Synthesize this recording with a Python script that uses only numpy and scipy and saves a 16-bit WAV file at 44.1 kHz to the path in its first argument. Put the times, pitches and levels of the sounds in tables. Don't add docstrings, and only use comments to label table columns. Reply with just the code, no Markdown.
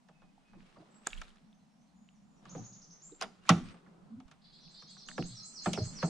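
import sys
import numpy as np
from scipy import signal
from scipy.fft import rfft, irfft, next_fast_len
from scipy.io import wavfile
from scipy.ndimage import uniform_filter1d

SR = 44100
rng = np.random.default_rng(int(sys.argv[2]) if len(sys.argv) > 2 else 0)


def boost_factor(decibels):
    exponent = np.asarray(decibels, float) / 20
    return 10 ** exponent


def int16_out(signal):
    q = np.round(np.clip(np.atleast_2d(signal).T, -1, 1) * 32767)
    wavfile.write(sys.argv[1], SR, q.astype(np.int16))


N = 268569


def in_time(rows):
    s, *columns = np.transpose(rows)
    return [np.interp(np.arange(N) / SR, s, column) for column in columns]


def over_octaves(points, hz, **ends):
    knots_hz, values = np.transpose(points)
    return np.interp(np.log(hz), np.log(knots_hz), values, **ends)


def at_hz(points, hz):
    return over_octaves(points, hz, left=-60, right=-60)


def rms_one(x):
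    return x / np.sqrt(np.mean(x ** 2))


def drift(rate):
    steps = uniform_filter1d(rng.standard_normal(1200).repeat(4), size=4)
    return rms_one(np.interp(np.arange(N) / SR * rate * 4, np.arange(len(steps)), steps))


def add(out, s, sound, pan_db=0):
    at = int(s * SR)
    out[:, at:at + sound.shape[-1]] += sound[..., :N - at] * boost_factor([[pan_db / 2], [-pan_db / 2]])


def filtered(x, order, cut_hz, kind):
    return signal.sosfilt(signal.butter(order, cut_hz, kind, fs=SR, output="sos"), x)


def ear_pair(mid, side, alike):
    return np.sqrt(1 + alike) * mid + np.sqrt(1 - alike) * side * [[1], [-1]]


def whistle(s, hz, db):
    t = np.arange(s[0], s[-1], 1 / SR)
    phase = 2 * np.pi * np.cumsum(np.interp(t, s, hz)) / SR
    return boost_factor(np.interp(t, s, db)) * np.sin(phase)


def struck(modes, force, scatter, wide, count=4):
    hz, db, t60 = np.repeat(modes, count, axis=0).T[:, :, None]
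    t = np.arange(int(np.clip(.8 * t60.max(), .01, .25) * SR)) / SR
    detune, mid, side = rng.normal(0, 1, (3, len(hz), 1))
    mid = np.sign(mid) * (.7 + .3 * abs(mid))
    rings = boost_factor(db - 60 * t / t60) * np.sin(2 * np.pi * hz * (1 + scatter * detune) * t)
    both = np.array([(rings * (mid + wide * side)).sum(0), (rings * (mid - wide * side)).sum(0)])
    sound = signal.fftconvolve(both, force[None], axes=1)
    sound = signal.lfilter(*signal.butter(2, hz.min() * .6, "high", fs=SR), sound)
    return sound / np.max(np.abs(sound.mean(0)))


# pitch_hz, likeness (0..1)
LIKENESS = [(60, 0.3), (180, 0.72), (400, 0.29), (1650, 0.099), (5000, .4), (15000, 0.28)]


def coloured(spectrum, patchy_db, grain_db=0.0):
    size = next_fast_len(N)
    white = rng.standard_normal((2, size)) * boost_factor(grain_db * np.minimum(rng.exponential(1, size), 6))
    mid, side = rfft(white)
    hz = np.maximum(np.fft.rfftfreq(size, 1 / SR), 1)
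    alike = np.clip(over_octaves(LIKENESS, hz), 0, 1)
    pair = boost_factor(at_hz(spectrum, hz)) * ear_pair(mid, side, alike)
    low_hz, high_hz = spectrum[0][0], spectrum[-1][0]
    out = 0
    for centre in low_hz * 2 ** np.arange(0, np.log2(high_hz / low_hz) + .5, .5):
        low, high = np.searchsorted(hz, centre * np.sqrt([.5, 2]))
        band = np.zeros((2, high), complex)
        band[:, low:] = pair[:, low:high] * np.cos(np.pi * np.log2(hz[low:high] / centre)) ** 2
        out = out + irfft(band, size)[:, :N] * boost_factor(patchy_db * drift(14))
    return rms_one(out)


# pitch_hz, level_db (per Hz)
WOODS = [(180, -40), (300, -8.5), (447, -10), (737, 0), (1480, -11.5), (5700, -18.5), (9090, -23),
         (16000, -50.5)]
WOODS_DB = -71.5


def woods():
    return boost_factor(WOODS_DB - 2.5) * coloured(WOODS, patchy_db=0.56) * boost_factor([[-.6], [.6]])


# peak_s, fade_s (to drop 20 dB), air_db, hum_db
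LURCHES = [(.3, .3, -70, -78), (.6, 0.18, -64, -60.5), (1.19, 0.08, -41, -69), (1.29, .08, -52, -72),
           (1.45, 0.15, -72, -69.5), (2.6, 0.3, -65, -56.5), (.8, 0.1, -83, -61), (3.06, 0.3, -70, -75),
           (3.25, 0.12, -69, -59.5), (3.62, .13, -55.5, -43), (4.13, 0.22, -85, -54.5),
           (4.259, 0.01, -48.5, -67), (4.6, 0.7, -71, -76), (1.6, .15, -90, -64), (1.98, .3, -86, -65),
           (2.33, .3, -84, -65), (5.25, 0.17, -51, -51.5), (5.7, 0.03, -57.5, -51.5),
           (5.87, 0.28, -53, -47.5), (6.08, 0, -53, -62)]
CALM_AIR_DB, CALM_HUM_DB = -88, -67


def lurching():
    s, fade, *levels = np.transpose(LURCHES)[:, :, None]
    t = np.arange(0, N + 64, 64) / SR
    gains = []
    for calm_db, db in zip((CALM_AIR_DB, CALM_HUM_DB), levels):
        swell = boost_factor(db - 20 * abs(t - s) / fade).max(0)
        gains.append(boost_factor(calm_db) + np.interp(np.arange(N) / SR, t, swell))
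    return gains


# pitch_hz, level_db (per Hz)
HUM = [(40, -19), (70, -21), (108, -27), (135, -9.5), (180, -1), (215, -3.5), (260, -12), (320, -24)]


def hull_hum(gain):
    return gain * coloured(HUM, patchy_db=4.0)


def port_air(gain):
    right, own = rms_one(filtered(rng.standard_normal((2, N)), 4, [12, 36], "band"))
    left = .6 * np.roll(right, 420) + .3 * own
    return gain * np.array([left, 1.4 * right])


# at_s, rub_db, crisp_db (rustle re rubbing)
STIR = [(0, -95, 1), (.5, -79.5, -5.5), (.7, -73.5, -1.5), (1.0, -71, -7), (1.22, -71, 4.5),
        (1.52, -85, -6), (2.19, -90, -23), (2.47, -66.5, -7), (2.61, -61, -14.5), (2.75, -73, -8),
        (3.3, -75.5, -6), (3.68, -65.5, -1.5), (3.84, -69.5, -14), (4.09, -69.5, -19.5), (4.36, -86, -0.5),
        (4.6, -75.5, -6), (5.45, -74.5, -3), (6.09, -60, -7.5)]
# pitch_hz, level_db (per Hz)
RUB = [(250, -3), (330, 2.5), (700, -4), (900, -4), (1300, -4.5), (1800, -19.5)]
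# pitch_hz, level_db (per Hz)
RUSTLE = [(900, -3.5), (1400, 3.5), (2500, 0), (4000, -3), (6500, -12.5), (9000, -16), (12000, -36)]


def cloth():
    rub_db, crisp_db = in_time(STIR)
    rubbing = boost_factor(rub_db + 2.0) * coloured(RUB, patchy_db=1.5, grain_db=3.0)
    gain = boost_factor(4.5) * (boost_factor(rub_db + crisp_db) + shaken() + sliding())
    return rubbing + gain * coloured(RUSTLE, patchy_db=1, grain_db=4.0) * boost_factor(2.0 * drift(40))


# start_s, panel_db (peak), crack_db (re panel), wall_hz (nearest wall tone), stretch (of decay)
THUMPS = [(0.086, -52.5, -4.5, 870, 0.72), (0.218, -53.5, -9.5, 830, 0.92), (0.533, -53, -12, 710, 0.97),
          (0.767, -49, -28, 506, .99), (0.801, -56, -26, 526, .99), (2.454, -47.5, -2.5, 1160, 0.47),
          (2.549, -36, -15, 513, 0.63), (3.452, -53.5, -3, 1460, .99), (3.492, -13.5, 2, 1160, 0.85),
          (3.741, -52.5, -6, 743, .99), (3.862, -55, -23, 1255, 0.98), (4.201, -50.5, -1.5, 805, 0.5),
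          (4.313, -54.5, 2.5, 1340, 1), (4.823, -50, -1, 1166, 0.47), (4.967, -52.5, -7, 1283, 0.33),
          (5.179, -24.5, -10.5, 570, 0.61), (5.659, -22, -7, 790, .75), (5.7325, -37, 11.5, 670, 0.98),
          (5.774, -26, -39, 544, 0.53), (6.027, -23.5, -11.5, 726, 0.88)]
# start_s, panel_db (peak), wall_hz (nearest wall tone), stretch (of decay)
RAPS = [
    (1.069, -27, 1590, 0.26),
    (1.2154, -36.5, 1360, 0.34),
    (1.358, -60, 1440, .53),
    (3.212, -30, 870, 0.53),
    (3.223, -30, 1410, 0.91),
    (4.28, -61.5, 1125, 1),
    (5.085, -42, 1600, 0.68),
]
THUMP_BOOM_DB, RAP_BOOM_DB, RAP_CRACK_DB = -6, -40, 1
BOOM_GROWTH = 0.11


def blows():
    heavy = [(s, db, THUMP_BOOM_DB + BOOM_GROWTH * db, crack_db, hz, stretch)
             for s, db, crack_db, hz, stretch in THUMPS]
    light = [(s, db, RAP_BOOM_DB, RAP_CRACK_DB, hz, stretch) for s, db, hz, stretch in RAPS]
    return sorted(heavy + light)


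def shaken():
    kicks = np.zeros(N)
    s, db = np.transpose(THUMPS)[:2]
    kicks[(s * SR).astype(int)] = boost_factor(db - 43.5)
    return signal.lfilter([1], [1, -boost_factor(-60 / (0.5 * SR))], kicks)


def dense_modes(bands, strength_db, focus_db, dull_db, wide):
    out, t = 0, np.arange(SR // 4) / SR
    white = rng.standard_normal((2, 2, N))
    for k, (hz, own_db, t60) in enumerate(bands):
        fading = np.full((2, N), 1e-9)
        levels_db = strength_db - dull_db * np.log2(hz / bands[0][0])
        for (s, *_, wall_hz, stretch), db in zip(blows(), levels_db):
            off_tone_db = focus_db * abs(np.log2(hz / wall_hz))
            add(fading, s - .0005, boost_factor(db + own_db - off_tone_db - 60 * t / (t60 * stretch)))
        mid, side = white[k % 2]
        noise = fading * [mid + wide * side, mid - wide * side]
        out = out + filtered(noise, 3, [hz / 1.15, hz * 1.15], "band") * np.sqrt(SR / hz)
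    return out


# pitch_hz, level_db, t60_s
PANEL = [(347, -7.5, 0.33), (433, -8.5, 0.31), (513, -4, 0.13), (698, -4, 0.21), (841, -5.5, 0.15),
         (1210, 1, 0.099), (1564, 1.5, 0.064), (2016, -4.5, 0.11)]
# pitch_hz, level_db, t60_s
CRACK = [(2493, -3.5, 0.097), (3270, -3, 0.1), (4420, -3.5, 0.061), (5600, -5, 0.055), (6380, -2.5, 0.039),
         (9050, -10, 0.04), (11800, -25, 0.027)]


def hull_walls():
    _, db, _, crack_db, _, _ = np.transpose(blows())
    dull_db = .6 * np.maximum(-crack_db, 0)
    walls = dense_modes(PANEL, db - 5, focus_db=8.0, dull_db=0 * db, wide=0.3)
    return walls + dense_modes(CRACK, db + crack_db - 11, focus_db=-0.5, dull_db=dull_db, wide=0.61)


# pitch_hz, level_db, t60_s
BOOM = [(68.9, -21, .3), (87.5, -19, .3), (117.6, -8, 0.2), (151.2, -5, .25), (171.75, 0, .3),
        (209.7, -7, 0.27), (248.6, -7.5, .28), (300.6, -15.5, 0.3), (353.9, -10, .2)]


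def hull_floor():
    floor, t = np.full((2, N), 1e-12), np.arange(SR // 12) / SR
    for s, panel_db, boom_db, *_ in blows():
        level_db = panel_db + boom_db
        rough = 0.017 * rng.standard_normal(len(t)) * np.exp(-t / 0.0034)
        push = t * (np.exp(-t / 0.00029) + rough)
        lasts = np.clip(boost_factor(.5 * (level_db + 21)), .75, 1)
        boom = struck(np.array(BOOM) * [1, 1, lasts], push, scatter=.05, wide=0.048, count=3)
        add(floor, s + 0.009, boost_factor(level_db + 7.0) * boom, -.3)
    return filtered(floor, 2, 75, "high")


# start_s, length_s, start_hz, end_hz, level_db
PIPES = [
    (0.103, 0.17, 2605, 2480, -79),
    (0.443, 0.086, 2520, 2520, -76),
    (0.905, 0.088, 7650, 7730, -73.5),
    (.96, 0.093, 7800, 8600, -82),
    (3.401, 0.07, 2840, 2785, -80.5),
    (3.63, .05, 8200, 8200, -74),
]
# start_s, length_s, start_hz, end_hz, level_db
BUZZES = [(1.44, 0.11, 5500, 5900, -88), (1.53, .06, 6150, 6350, -84), (1.59, 0.02, 4300, 3800, -83),
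          (1.69, 0.1, 5400, 5800, -87), (1.795, 0.06, 6000, 6370, -82), (1.87, 0.02, 4500, 3800, -82),
          (1.93, 0.22, 6850, 6850, -81), (2.145, 0.025, 6400, 5200, -78), (2.22, 0.06, 6800, 7400, -85),
          (2.3, .08, 7050, 6900, -81), (2.362, 0.022, 6100, 5300, -76), (5.321, 0.34, 1253, 1316, -75)]
PIPE_SHAKE, BUZZ_SHAKE = 0.0012, 0.022


def far_birds():
    out, share = np.zeros((2, N)), np.linspace(0, 1, 40)
    swell_db = np.interp(share, [0, .15, .85, 1], [-15.0, 2.5, -1.5, -19.0])
    for calls, shake in ((PIPES, PIPE_SHAKE), (BUZZES, BUZZ_SHAKE)):
        for s, length, start_hz, end_hz, db in calls:
            hz = start_hz + (end_hz - start_hz) * share + shake * start_hz * rng.standard_normal(40)
            add(out, s, whistle(length * share, hz, db + swell_db), -2.0)
    return out


# start_s, level_db (peak), ring_hz, swell_ms, t60_ms
PUSHES = [(2.58, -46.5, 117.3, 16, 350), (4.101, -41, 224.3, 28, 134), (4.158, -45.5, 233.7, 15, 230),
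          (1.0657, -42, 6960, 0.17, 3.3), (1.0715, -19.5, 6630, 0.11, 3.6), (1.069, -38, 342, 0.7, 14.6),
          (3.121, -47, 476, 3.1, 42), (3.475, -46.5, 2400, 0.4, 8), (3.482, -42.5, 892, 3.5, 24),
          (5.114, -40, 1680, .6, 8), (5.298, -47, 118.4, 6.1, 280), (5.799, -27, 105.8, 22.6, 158),
          (.56, -55, 300, 10, 100), (.79, -53, 300, 15, 130), (2.56, -43, 260, 6, 200),
          (3.112, -51, 300, 6, 70), (3.63, -50, 105, 20, 120), (3.245, -50, 190, 8, 120),
          (4.15, -53, 110, 15, 150), (5.19, -33, 160, 6, 250), (5.79, -40, 600, 3, 120),
          (6.034, -30, 165, 5, 150), (.377, -58, 800, 1.5, 25), (.755, -59, 1150, 8, 40),
          (.785, -64, 4800, 1.5, 12), (.815, -55, 650, 5, 60), (1.196, -51, 2500, .6, 10),
          (1.252, -54, 2600, .6, 12), (1.384, -59, 3200, .2, 4), (2.52, -59, 1200, 3, 30),
          (2.575, -48, 700, 4, 80), (3.093, -60, 1200, 2, 20), (3.465, -55, 7000, .8, 10),
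          (5.186, -35, 275, 5, 200)]


def pushes():
    out = np.zeros((2, N))
    for s, level_db, hz, swell_ms, t60_ms in PUSHES:
        n = int(swell_ms * SR / 500)
        force = np.hanning(n) * np.sin(2 * np.pi * hz * np.arange(n) / SR)
        add(out, s, boost_factor(level_db) * struck([(hz, 0, t60_ms / 1000)], force, scatter=0.13, wide=0.044, count=3))
    return out


# start_s, level_db (peak), ring_hz, t60_ms
TICKS = [(0.606, -51, 2190, 3.6), (1.1052, -47, 3570, 19), (1.1312, -33, 2920, 19),
         (1.1414, -53, 5700, 7.3), (1.1513, -45, 3340, 8), (1.1768, -44, 3480, 28), (1.1865, -49, 3400, 12),
         (1.219, -40, 2390, 7.4), (1.2205, -46, 5500, 8), (1.221, -45, 3700, 14), (1.2825, -51, 3500, 15),
         (1.3716, -54, 4000, 4.6), (1.529, -58.5, 3600, 13), (2.0891, -51.5, 2800, 8.9),
         (3.2232, -27, 5300, 6), (3.2236, -42, 10400, 50), (3.122, -57, 3900, 15), (3.688, -51, 2400, 14),
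         (3.7, -50, 4500, 8), (4.6792, -51.5, 4270, 8), (5.0875, -35.5, 2880, 12), (5.2255, -34, 2660, 14),
         (5.7325, -30, 6300, 5), (5.0877, -44, 7000, 3), (5.228, -48, 6000, 8), (4.825, -54, 6500, 4),
         (4.912, -58, 9500, 6), (3.15, -60, 4300, 20), (1.082, -50, 2200, 8), (1.156, -50, 1500, 10),
         (1.165, -52, 3400, 8), (1.184, -52, 9000, 4), (1.235, -50, 3600, 10), (1.305, -55, 3000, 8)]


def ticks():
    out = np.zeros((2, N))
    for s, level_db, hz, t60_ms in TICKS:
        modes = [(hz, 0, t60_ms / 1000), (hz * .62, -9, t60_ms / 1400), (hz * 1.2, -9, t60_ms / 1600)]
        click = struck(modes, np.hanning(7), scatter=.09, wide=.2, count=3)
        add(out, s - .0005, boost_factor(level_db) * click, -2.5)
    return out


# pitch_hz, level_db (per Hz)
REEL_TONE = [(1100, -12), (2200, -7), (3000, -3.5), (3550, -1), (4200, -11), (6500, -10.5), (9000, -14),
             (13000, -32)]


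def reel():
    s = 1.03 + np.cumsum([0, 0.04, 0.23, 0.06])
    gain = boost_factor(np.interp(np.arange(N) / SR, s, -62 - np.array([30, 0, 7, 40])))
    return gain * coloured(REEL_TONE, patchy_db=2.5, grain_db=5.0) * boost_factor(3.0 * drift(110))


# mid_sweep_s, level_db (peak), top_hz, stretch
CHIPS = [
    (2.493, -53, 6920, 1.3),
    (2.573, -53, 6720, 1.0),
    (2.644, -51, 6950, 1.3),
    (2.730, -51, 6750, .9),
    (2.819, -55, 6400, .9),
    (2.908, -54, 6480, .9),
    (3.02, -54, 7520, 3.6),
]
# at_s, share (of top pitch), level_db
CHIP_SHAPE = [(-.007, .47, -24), (-.005, .54, -13), (-.001, .72, -9), (.002, .88, 1), (.005, .95, 0),
              (.011, 1.0, -2), (.017, 1.0, -8), (.02, 1.0, -30)]


def chipper():
    out, (t, share, db) = np.zeros((2, N)), np.transpose(CHIP_SHAPE)
    for s, level_db, top_hz, stretch in CHIPS:
        stretched = np.where(t > .002, .002 + (t - .002) * stretch, t)
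        chip = whistle(stretched, share * top_hz, db + level_db + rng.normal(0, 2.5, len(t)))
        add(out, s + t[0], chip, -1.0)
    return out


# landing_s, rise_s (to grow 20 dB), level_db
SLIDES = [
    (3.212, .012, -58),
    (3.492, .03, -50),
    (5.659, .03, -54),
    (6.027, .015, -56),
]


def sliding():
    s, rise, db = np.transpose(SLIDES)[:, :, None]
    t = np.arange(0, N, 16) / SR
    swell = (boost_factor(db - 20 * abs(s - t) / rise) * (s > t)).sum(0)
    return np.interp(np.arange(N) / SR, t, swell)


# pitch_hz, level_db, t60_s
ROD = [(781, -12, .1), (1120, 0, .04), (1233, -3, .05), (1480, -5, .05), (1916, -8, .06), (2051, -6, .04),
       (2789, -9, .05)]
# pitch_hz, level_db, t60_s
ROD_FLOOR = [(80.7, -22, .35), (145, -11, .26), (172, 1, .33), (205, -5, .3), (248, -2, .33),
             (334, -12, .35)]
ROD_S, ROD_DB, ROD_FLOOR_LAG_S, ROD_FLOOR_DB = 3.4925, -13, .0135, -20


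def rod():
    out = np.zeros((2, N))
    rim = struck(ROD, np.hanning(12), scatter=.004, wide=.12, count=1)
    floor = struck(ROD_FLOOR, np.hanning(60), scatter=.004, wide=.05, count=1)
    add(out, ROD_S, boost_factor(ROD_DB) * rim, .5)
    add(out, ROD_S + ROD_FLOOR_LAG_S, boost_factor(ROD_FLOOR_DB) * floor)
    return out


# start_s, level_db
SCOLDS = [
    (4.413, -66.5),
    (4.519, -63),
    (4.628, -64),
    (4.724, -62),
    (4.846, -62),
    (4.963, -60.5),
    (5.078, -60.5),
    (5.185, -64),
    (5.286, -59.5),
]
# pitch_hz, level_db
BEAK = [(2800, -34), (3300, -11), (3750, -3), (4300, 0), (4750, -4), (5200, -9), (5700, -30)]
SCOLD_S, SCOLD_START_HZ, SCOLD_END_HZ = .096, 455, 515
SCOLD_WAVER, SCOLD_RASP = .025, .009


def scolder():
    out, share = np.zeros((2, N)), np.linspace(0, 1, 24)
    shape_db = np.interp(share, [0, .09, .82, 1], [-17, 0.5, -4.5, -28])
    for s, db in SCOLDS:
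        hz = SCOLD_END_HZ - (SCOLD_END_HZ - SCOLD_START_HZ) * (1 - share / .72) ** 2
        hz = hz * np.interp(share, [0, .5, 1], rng.normal(1, SCOLD_WAVER, 3))
        for k in range(6, 13):
            rasped_hz = k * hz * rng.normal(1, SCOLD_RASP, 24)
            line_db = db + at_hz(BEAK, k * hz) + shape_db + rng.normal(0, 1.6, 24)
            add(out, s, whistle(SCOLD_S * share, rasped_hz, line_db), -1.0)
    return out * (1 + .7 * drift(120))


# rise_s, fall_s
SONG = [
    (4.5206, 4.6347),
    (4.6906, 4.818),
    (4.8788, 4.996),
    (5.063, 5.1791),
    (5.2415, 5.3752),
    (5.432, 5.563),
    (5.621, 5.761),
    (5.8262, 5.972),
    (6.0295, 6.17),
]
# at_s, pitch_hz, level_db
RISE_SHAPE = [(0, 6250, -20), (.003, 6320, -.5), (.009, 6500, -3), (.013, 6650, -18), (.018, 7050, -3),
              (.032, 8050, -5), (.04, 8600, -10), (.046, 9050, -28)]
# at_s, pitch_hz, level_db
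FALL_SHAPE = [(-.028, 6020, -30), (-.022, 5980, -9), (-.006, 5720, -7), (.004, 5350, -2), (.014, 4900, -3),
              (.027, 4300, -4), (.035, 4120, -2.5), (.044, 4250, -8), (.05, 4260, -30)]
SWELL_END_S = 5.55
RISE_FULL_DB, RISE_SWELL_DB, RISE_CURVE = -43.5, 27, 1.66
FALL_FULL_DB, FALL_SWELL_DB, FALL_CURVE = -42.5, 18.5, 1
SONG_RASP_DB, SONG_WOBBLE = 2.5, .003


def warbler():
    out, (rises, falls) = np.zeros((2, N)), np.transpose(SONG)
    for notes, shape, full_db, swell_db, curve in (
            (falls, FALL_SHAPE, FALL_FULL_DB, FALL_SWELL_DB, FALL_CURVE),
            (rises, RISE_SHAPE, RISE_FULL_DB, RISE_SWELL_DB, RISE_CURVE)):
        knots, *contour = np.transpose(shape)
        t = np.arange(knots[0], knots[-1], .002)
        hz, db = (np.interp(t, knots, c) for c in contour)
        for s in notes[notes < N / SR]:
            level_db = full_db - swell_db * max(SWELL_END_S - s, 0) ** curve
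            wobble, flutter = rng.standard_normal((2, len(t)))
            note_hz = hz * (rng.normal(1, 0.0079) + SONG_WOBBLE * wobble)
            note_db = db + level_db + SONG_RASP_DB * flutter - 2.5
            add(out, s + t[0] - .004, whistle(t, note_hz, note_db), -2.0)
    return out


def trunks(x, t60, gap, alike, cut_hz):
    t = np.arange(int(.9 * SR)) / SR
    uneven = boost_factor(1.5 * rng.standard_normal(len(t) // 60 + 1).repeat(60)[:len(t)])
    mid, side = rng.standard_normal((2, len(t))) * uneven
    echo = ear_pair(mid, side, np.clip(alike, 0, 1)) * boost_factor(-60 * t / t60) * (1 - np.exp(-t / gap))
    echo = filtered(echo, 1, cut_hz, "low")
    return signal.fftconvolve(x, echo / np.sqrt(np.sum(echo ** 2) / 2), axes=1)[:, :N]


# pitch_hz, left_re_right_db
WALL_PAN = [(60, -0.5), (130, -0.5), (290, 0.0), (640, -4.0), (1410, -1.5), (3100, 0.0), (6820, -1.5),
            (15000, 0.5)]
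# pitch_hz, left_lead_radians
WALL_LEAD = [(100, 0), (5900, .1), (9000, 1.2), (15000, 1.4)]


def ports(x):
    size = next_fast_len(N)
    hz = np.maximum(np.fft.rfftfreq(size, 1 / SR), 1)
    db, lead = (over_octaves(curve, hz) * [[.5], [-.5]] for curve in (WALL_PAN, WALL_LEAD))
    return irfft(rfft(x, size) * boost_factor(db) * np.exp(1j * lead), size)[:, :N]


def scene():
    air, hum = lurching()
    out = woods() + hull_hum(hum) + port_air(air) + cloth() + reel()
    boat = ports(hull_walls() + hull_floor() + pushes() + ticks() + rod())
    out += boat
    out += boost_factor(-18.5) * trunks(filtered(boat, 2, 500, "high"), t60=0.36, gap=0.006, alike=0.92, cut_hz=20000)
    far = far_birds() + scolder()
    out += boost_factor(-2.5) * far + boost_factor(.5) * trunks(far, t60=.42, gap=0.0058, alike=0.45, cut_hz=8600)
    chips = chipper()
    bright_chips = filtered(chips + 1e-18, 2, 4500, "high")
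    out += boost_factor(-2.5) * chips + boost_factor(3) * trunks(bright_chips, t60=0.52, gap=0.004, alike=0.29, cut_hz=9000)
    song = warbler()
    out += boost_factor(-1.5) * song + boost_factor(3.5) * trunks(song, t60=.55, gap=.008, alike=.2, cut_hz=15000)
    return out


def band_limit(x):
    return signal.sosfilt(signal.butter(12, 16470, fs=SR, output="sos"), x)


def record(dry):
    mix = signal.sosfilt(signal.cheby2(10, 60, 16300, fs=SR, output="sos"), dry)
    return band_limit(mix)


dry = scene()
out = record(dry)
int16_out(out)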